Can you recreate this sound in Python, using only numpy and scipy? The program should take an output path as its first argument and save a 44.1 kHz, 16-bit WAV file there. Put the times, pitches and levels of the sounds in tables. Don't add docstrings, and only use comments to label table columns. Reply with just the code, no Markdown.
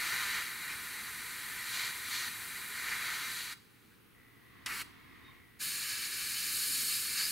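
import sys
import numpy as np
from scipy import signal
from scipy.fft import rfft, irfft, next_fast_len
from scipy.io import wavfile
from scipy.ndimage import map_coordinates

SR = 44100
rng = np.random.default_rng(int(sys.argv[2]) if len(sys.argv) > 2 else 0)


def wav_out(sig):
    wavfile.write(sys.argv[1], SR, np.round(np.clip(np.atleast_2d(sig).T, -1, 1) * 32767).astype(np.int16))


N = 322371

# f/Hz, relative level/dB
FLAT_SPECTRUM = [(400, -24), (600, -25.5), (800, -17.5), (1000, -9.5), (1400, -2), (2200, -0.5),
                 (2800, -13.5), (3500, -7.5), (4200, -10.5), (5400, -16), (7000, -13.5), (11000, -12),
                 (14000, -14), (15800, -21.5)]
TEST_SPECTRUM = [(400, -22.5), (600, -25), (800, -18), (1000, -7.5), (1400, -3.1), (2200, -0.5),
                 (2800, -3.5), (3500, -16.4), (4200, -4.5), (5400, -12.8), (7000, -15.5), (11000, -12.4),
                 (14000, -17), (15800, -20.4)]
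TILTED_SPECTRUM = [(400, -35), (600, -26.9), (800, -26.6), (1000, -18.0), (1400, -5.8), (2200, -3.9),
                   (2800, -4.7), (3500, -8.9), (4200, 0.0), (5400, -5.7), (7000, -5.1), (11000, -4.1),
                   (14000, -7.4), (15800, -12.6)]
# f/Hz, width/Hz, gain/dB
FLAT_HOLLOWS = [(1139, 61, -5.5), (1333, 42, -3.7), (1607, 91, -3.7), (2234, 30, -5.3), (2403, 58, 4.7),
                (2590, 30, -7.1), (2802, 62, 7.4), (3096, 35, 3.4), (3324, 30, -5.2), (3589, 62, -5.5),
                (3897, 98, 7.6), (4395, 337, 7.7), (4467, 54, -8.3), (4979, 40, 5.0), (5117, 40, -5.9),
                (5474, 56, 4.9), (5613, 34, -4.1), (5844, 42, 5.5), (6062, 69, 4.7), (6312, 69, 5.3),
                (6650, 52, -2.5), (7082, 65, 3.0), (9225, 350, 1.8), (9844, 151, -2.2), (12243, 258, -3.1),
                (14101, 317, -3.1)]
TEST_HOLLOWS = [(2574, 80, -7), (3943, 64, 4), (4127, 97, -8), (4330, 76, 3.8), (4550, 45, -8),
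                (7740, 96, 7)]
TILTED_HOLLOWS = [(1383, 57, -4.8), (1704, 85, 6.3), (1794, 249, -3.3), (2353, 81, 4.9), (2538, 62, -4.2),
                  (3019, 61, 8.0), (3076, 177, -4.4), (3878, 168, 4.1), (4107, 51, -6.7), (4392, 109, 7.3),
                  (4602, 92, -5.5), (4921, 161, 2.9), (5089, 78, -6.0), (5243, 51, 3.7), (5590, 49, -7.7),
                  (5956, 152, -4.2), (6902, 61, 6.3), (7079, 113, -4.1), (7941, 250, -3.7), (8334, 76, 4.7),
                  (9369, 85, 5.5), (10737, 72, -6.5), (12233, 68, -6.5), (12805, 148, -5.0),
                  (14525, 52, 5.3), (15273, 188, -6.9)]
# start/s, rise/s, stop/s, fall/s, base levels of roar/dB, edge hiss/dB, fizz/dB
PRESSES = [(-0.012, .01, 3.524, .027, -45.6, -50, -48), (4.657, .0067, 4.815, .021, -42, -49, -49),
           (5.586, 0.041, 7.4, .02, -46.5, -42.5, -42.5)]
# t/s, relative level/dB
AIR_FLOW = [(0.1, 2.5), (0.55, -0.4), (1.35, 0.5), (1.75, 0.5), (2.45, 0.8), (3.0, 0), (3.4, 0),
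            (3.5, -4.5), (4.68, -0.5), (4.81, 2.5), (5.64, 3.3), (5.95, -1), (6.12, 0), (6.48, 3.5),
            (6.58, 6.5), (6.95, 6.5), (7.07, 2.5), (7.3, 5)]
# start/s, rise/s, stop/s, fall/s, roar gain/dB, edge gain/dB
SWEEPS = [(-0.11, 0.2, .31, 0.27, 8.5, 7.5), (.57, 0.085, 0.72, .08, 3.5, 1.5),
          (1.25, .35, 1.98, .12, 0.5, 1), (1.62, 0.12, 1.844, 0.092, 4, 8),
          (2.01, 0.15, 2.156, 0.12, 4, 10.5), (2.18, .09, 2.28, .016, 3.5, 6),
          (2.69, 0.24, 2.93, 0.16, 7.5, 5.5), (2.98, 0.085, 3.077, 0.37, 5.5, 5.5),
          (3.1, .35, 3.53, .04, -.5, 5.5), (4.69, .09, 4.82, .03, -1, 3),
          (5.875, 0.024, 5.915, 0.034, 2.5, 3.5), (6.055, .03, 6.105, .025, -2, -2),
          (6.69, 0.036, 6.63, .04, 4, 2.5), (6.81, .03, 6.8, 0.026, 3, 1.5), (7.14, .07, 7.2, .06, 6, 5)]
# f/Hz, relative level/dB
RUMBLE_SPECTRUM = [(15, -23), (25, -16), (45, -5), (60, -2), (75, -4.5), (102, 1), (140, -1), (200, -0.5),
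                   (270, -1), (340, -4), (450, -5.5), (620, -21), (850, -23), (1400, -90)]
HISS_SPECTRUM = [(350, -45), (600, -21), (811, -6.5), (1270, -0.5), (1380, 0), (1790, -2.5), (2630, -3.5),
                 (4310, -10.5), (5430, -15.5), (6580, -16.5), (7140, -19.5), (9140, -13), (15800, -9)]
# f/Hz, left-right correlation
COHERENCE = [(40, 0.22), (90, 0.39), (200, 0.22), (500, 0.2), (800, .5), (1300, 0.26), (2000, 0.55),
             (3000, 0.33), (5500, 0.36), (7300, 1), (9500, .65), (14000, .25)]
# start/s, stop/s, first f/Hz, last f/Hz, width/Hz, level/dB
WHISTLES = [(3.9, 3.93, 1550, 1550, 150, -71), (5.236, 5.3, 3770, 3680, 30, -62),
            (5.262, 5.287, 1077, 1060, 66.8, -61), (7.169, 7.256, 4270, 4860, 401, -40)]
# f/Hz, width/Hz, relative level/dB
CASING_MODES = [(1980, 19, 0.5), (1898, 15, -12), (701.5, 20, -19.5), (810, 12, -27)]
COVER_MODES = [(2110, 70, 3), (2190, 80, -5.5)]
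# f/Hz, relative level/dB
RUSH_SPECTRUM = [(50, -4), (100, 9), (160, -8), (270, 7.5), (430, -14), (620, -18), (860, -12.5),
                 (1060, 0.5), (1500, -9), (1900, -2), (2800, -12), (3800, -11.5), (6000, -27), (10000, -47)]
# t/s, level/dB, t60/s
SPITS = [(4.6612, -31.5, 0.06), (7.215, -32, .006)]
# f/Hz, relative level/dB
SPIT_SPECTRUM = [(400, -19), (1000, -10.5), (2000, 1.5), (5500, -3), (11000, -11), (15000, -28)]
# f/Hz, t60/s
ROOM_DECAY = [(300, 0.58), (2000, 0.35), (5000, 0.43), (14000, 0.3)]
# f/Hz, side gain/dB
TAIL_WIDTH = [(700, 5), (1300, -3.5), (2000, -17), (2700, 1.5), (3300, 5), (4000, -8.5), (5150, 4.5),
              (6300, -46), (9000, -20), (10500, 1.5), (12200, 2), (15500, 3)]
# f/Hz, left boost and right cut/dB
LEAN = [(1500, 0.037), (4400, 0.18), (8000, 0.0), (15000, 0.76)]

MOTOR_HZ, TOP_HZ = 59.06, 15780
# start/s, rise/s, stop/s, fall/s
MOTOR_RUN = (4.14, .013, 5.6, .1)
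RUSH_SWELL = (4.17, 0.52, 5.28, .27)
RATTLE_SWELL = (4.3, .9, 5.34, .25)


def amp(db):
    return 10 ** (np.asarray(db) / 20)


def unit(x):
    return x / np.sqrt(np.mean(x ** 2) + 1e-20)


def time_s():
    return np.arange(N) / SR


def along(points, hz):
    f, values = np.transpose(points)
    return np.interp(np.log(hz + 1), np.log(f + 1), values)


def wobble(rate_hz):
    return map_coordinates(rng.standard_normal(int(N * rate_hz / SR) + 4), [time_s() * rate_hz])


def filtered(x, response):
    size = next_fast_len(N + SR // 2)
    return irfft(rfft(x, size) * response(np.fft.rfftfreq(size, 1 / SR)), size)[..., :N]


def gate(start_s, rise_s, stop_s, fall_s):
    ramp = np.minimum((time_s() - start_s) / rise_s, (stop_s - time_s()) / fall_s + 1)
    return np.sin(np.pi / 2 * np.clip(ramp, 0, 1)) ** 2


def diffuse(spectrum):
    def mid_side_gains(hz):
        angle = np.arccos(np.clip(along(COHERENCE, hz), -1, 1)) / 2
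        return amp(along(spectrum, hz)) * [np.cos(angle), np.sin(angle)]

    mid, side = filtered(rng.standard_normal((2, N)), mid_side_gains)
    return unit(np.array([mid + side, mid - side]))


def flow_db():
    return np.interp(time_s(), *np.transpose(AIR_FLOW))


def turbulence(spectrum, hollows, scatter_db, scatter_s=0.0047):
    def colour(hz):
        hollows_db = sum(db * np.exp(-((hz - f) / width) ** 2) for f, width, db in hollows)
        return amp(along(spectrum, hz) + hollows_db)

    t = np.arange(SR // 40) / SR
    paths = rng.standard_normal(len(t)) * t * np.exp(-t / scatter_s)
    paths *= amp(scatter_db) / np.linalg.norm(paths)
    paths[0] = 1
    noise = signal.fftconvolve(rng.standard_normal(N), paths)[:N]
    return filtered(noise, colour)


def spray(press, noise, edge_hz=2800, fizz_hz=7500, flutter_hz=28):
    def bands(hz):
        below_edge, below_fizz = (1 / (1 + (hz / corner) ** 16) for corner in (edge_hz, fizz_hz))
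        return np.array([below_edge, below_fizz - below_edge, 1 - below_fizz])

    roar_db, edge_db, fizz_db = press[4:]
    roar, edge, fizz = map(unit, filtered(noise, bands))
    roar_sweep_db, edge_sweep_db = sum(np.outer(sweep[4:], gate(*sweep[:4])) for sweep in SWEEPS)
    flutter = wobble(flutter_hz)
    roar *= amp(roar_db + roar_sweep_db + 0.67 * flutter)
    edge *= amp(edge_db + edge_sweep_db + 0.54 * flow_db() + 0.57 * flutter)
    fizz *= amp(fizz_db + flow_db() + 0.36 * edge_sweep_db)
    return gate(*press[:4]) * (roar + edge + fizz)


def airbrush(linger_db=-70.5, linger_hold_s=0.34, linger_fall_s=.22):
    flat = turbulence(FLAT_SPECTRUM, FLAT_HOLLOWS, scatter_db=-13.5)
    test = turbulence(TEST_SPECTRUM, TEST_HOLLOWS, scatter_db=-11.5)
    tilted = turbulence(TILTED_SPECTRUM, TILTED_HOLLOWS, scatter_db=-11)
    passes = sum(spray(press, noise) for press, noise in zip(PRESSES, (flat, test, tilted)))
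    stop_s, fall_s = PRESSES[0][2:4]
    linger = gate(stop_s - fall_s, fall_s, stop_s + linger_hold_s, linger_fall_s)
    return passes + amp(linger_db) * linger * unit(flat)


def background(rumble_db=-65, blowing_db=5.0, hum_db=-71, hiss_db=-64.5):
    blowing = sum(gate(*press[:4]) for press in PRESSES)
    swell_db = blowing * (blowing_db + 0.36 * flow_db())
    hum = amp(hum_db + 1.6 * wobble(rate_hz=3.05)) * np.sin(2 * np.pi * 2 * MOTOR_HZ * time_s())
    rumble = amp(rumble_db + swell_db) * diffuse(RUMBLE_SPECTRUM)
    hiss = amp(hiss_db) * diffuse(HISS_SPECTRUM)
    lean_right = amp([[-.5], [.5]])
    return (rumble + hum) * lean_right + hiss


def whistles(rise_s=0.023, fall_s=.025):
    out = np.zeros(N)
    for start_s, stop_s, first_hz, last_hz, width_hz, db in WHISTLES:
        pitch_hz = np.interp(time_s(), [start_s, stop_s], [first_hz, last_hz])
        phase = 2 * np.pi * np.cumsum(pitch_hz) / SR
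        band = wobble(2 * width_hz) * np.cos(phase) + wobble(2 * width_hz) * np.sin(phase)
        out += amp(db) * gate(start_s, rise_s, stop_s, fall_s) * unit(band)
    return out


def ring(strokes, modes, roughness):
    def response(hz):
        return sum(amp(db) * 1j * hz * width / (f * f - hz * hz + 1j * hz * width)
                   for f, width, db in modes)

    return unit(filtered(strokes + roughness * rng.standard_normal(N), response))


def compressor(buzz_db=-68, rattle_db=-80, rattle_swell_db=12.5, rush_db=-73, rush_swell_db=14.5):
    turns = time_s() * MOTOR_HZ
    strokes = unit(sum(np.cos(2 * np.pi * harmonic * turns) for harmonic in range(8, 48)))
    buzz = amp(buzz_db) * ring(strokes, CASING_MODES, roughness=.6)
    rattle_gain = amp(rattle_db + rattle_swell_db * gate(*RATTLE_SWELL))
    rattle = rattle_gain * ring(strokes, COVER_MODES, roughness=3)
    rush = amp(rush_db + rush_swell_db * gate(*RUSH_SWELL)) * diffuse(RUSH_SPECTRUM)
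    return gate(*MOTOR_RUN) * (buzz + rattle + rush)


def spits():
    noise = unit(filtered(rng.standard_normal(N), lambda hz: amp(along(SPIT_SPECTRUM, hz))))
    t = time_s()
    envelope = sum((t >= at_s) * amp(db - 60 * np.abs(t - at_s) / t60_s) for at_s, db, t60_s in SPITS)
    return envelope * noise


def room(source):
    hz, t, noise = signal.stft(rng.standard_normal((2, SR // 2)), SR, nperseg=256)
    decay = amp(-60 * t / along(ROOM_DECAY, hz)[:, None])
    tail = signal.istft(noise * decay, SR, nperseg=256)[1]
    tail /= np.linalg.norm(tail)
    mid, side = signal.fftconvolve(source[None], tail, axes=1)[:, :N]
    side = filtered(side, lambda hz: amp(along(TAIL_WIDTH, hz)))
    return np.array([mid + side, mid - side])


def scene(room_db=-11):
    near = airbrush() + spits() + compressor() + whistles()
    direct = filtered(near, lambda hz: amp(np.outer([1, -1], along(LEAN, hz))))
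    return direct + amp(room_db) * room(near.mean(axis=0)) + background()


def record(dry):
    return filtered(dry, lambda hz: hz < TOP_HZ)


dry = scene()
out = record(dry)
wav_out(out)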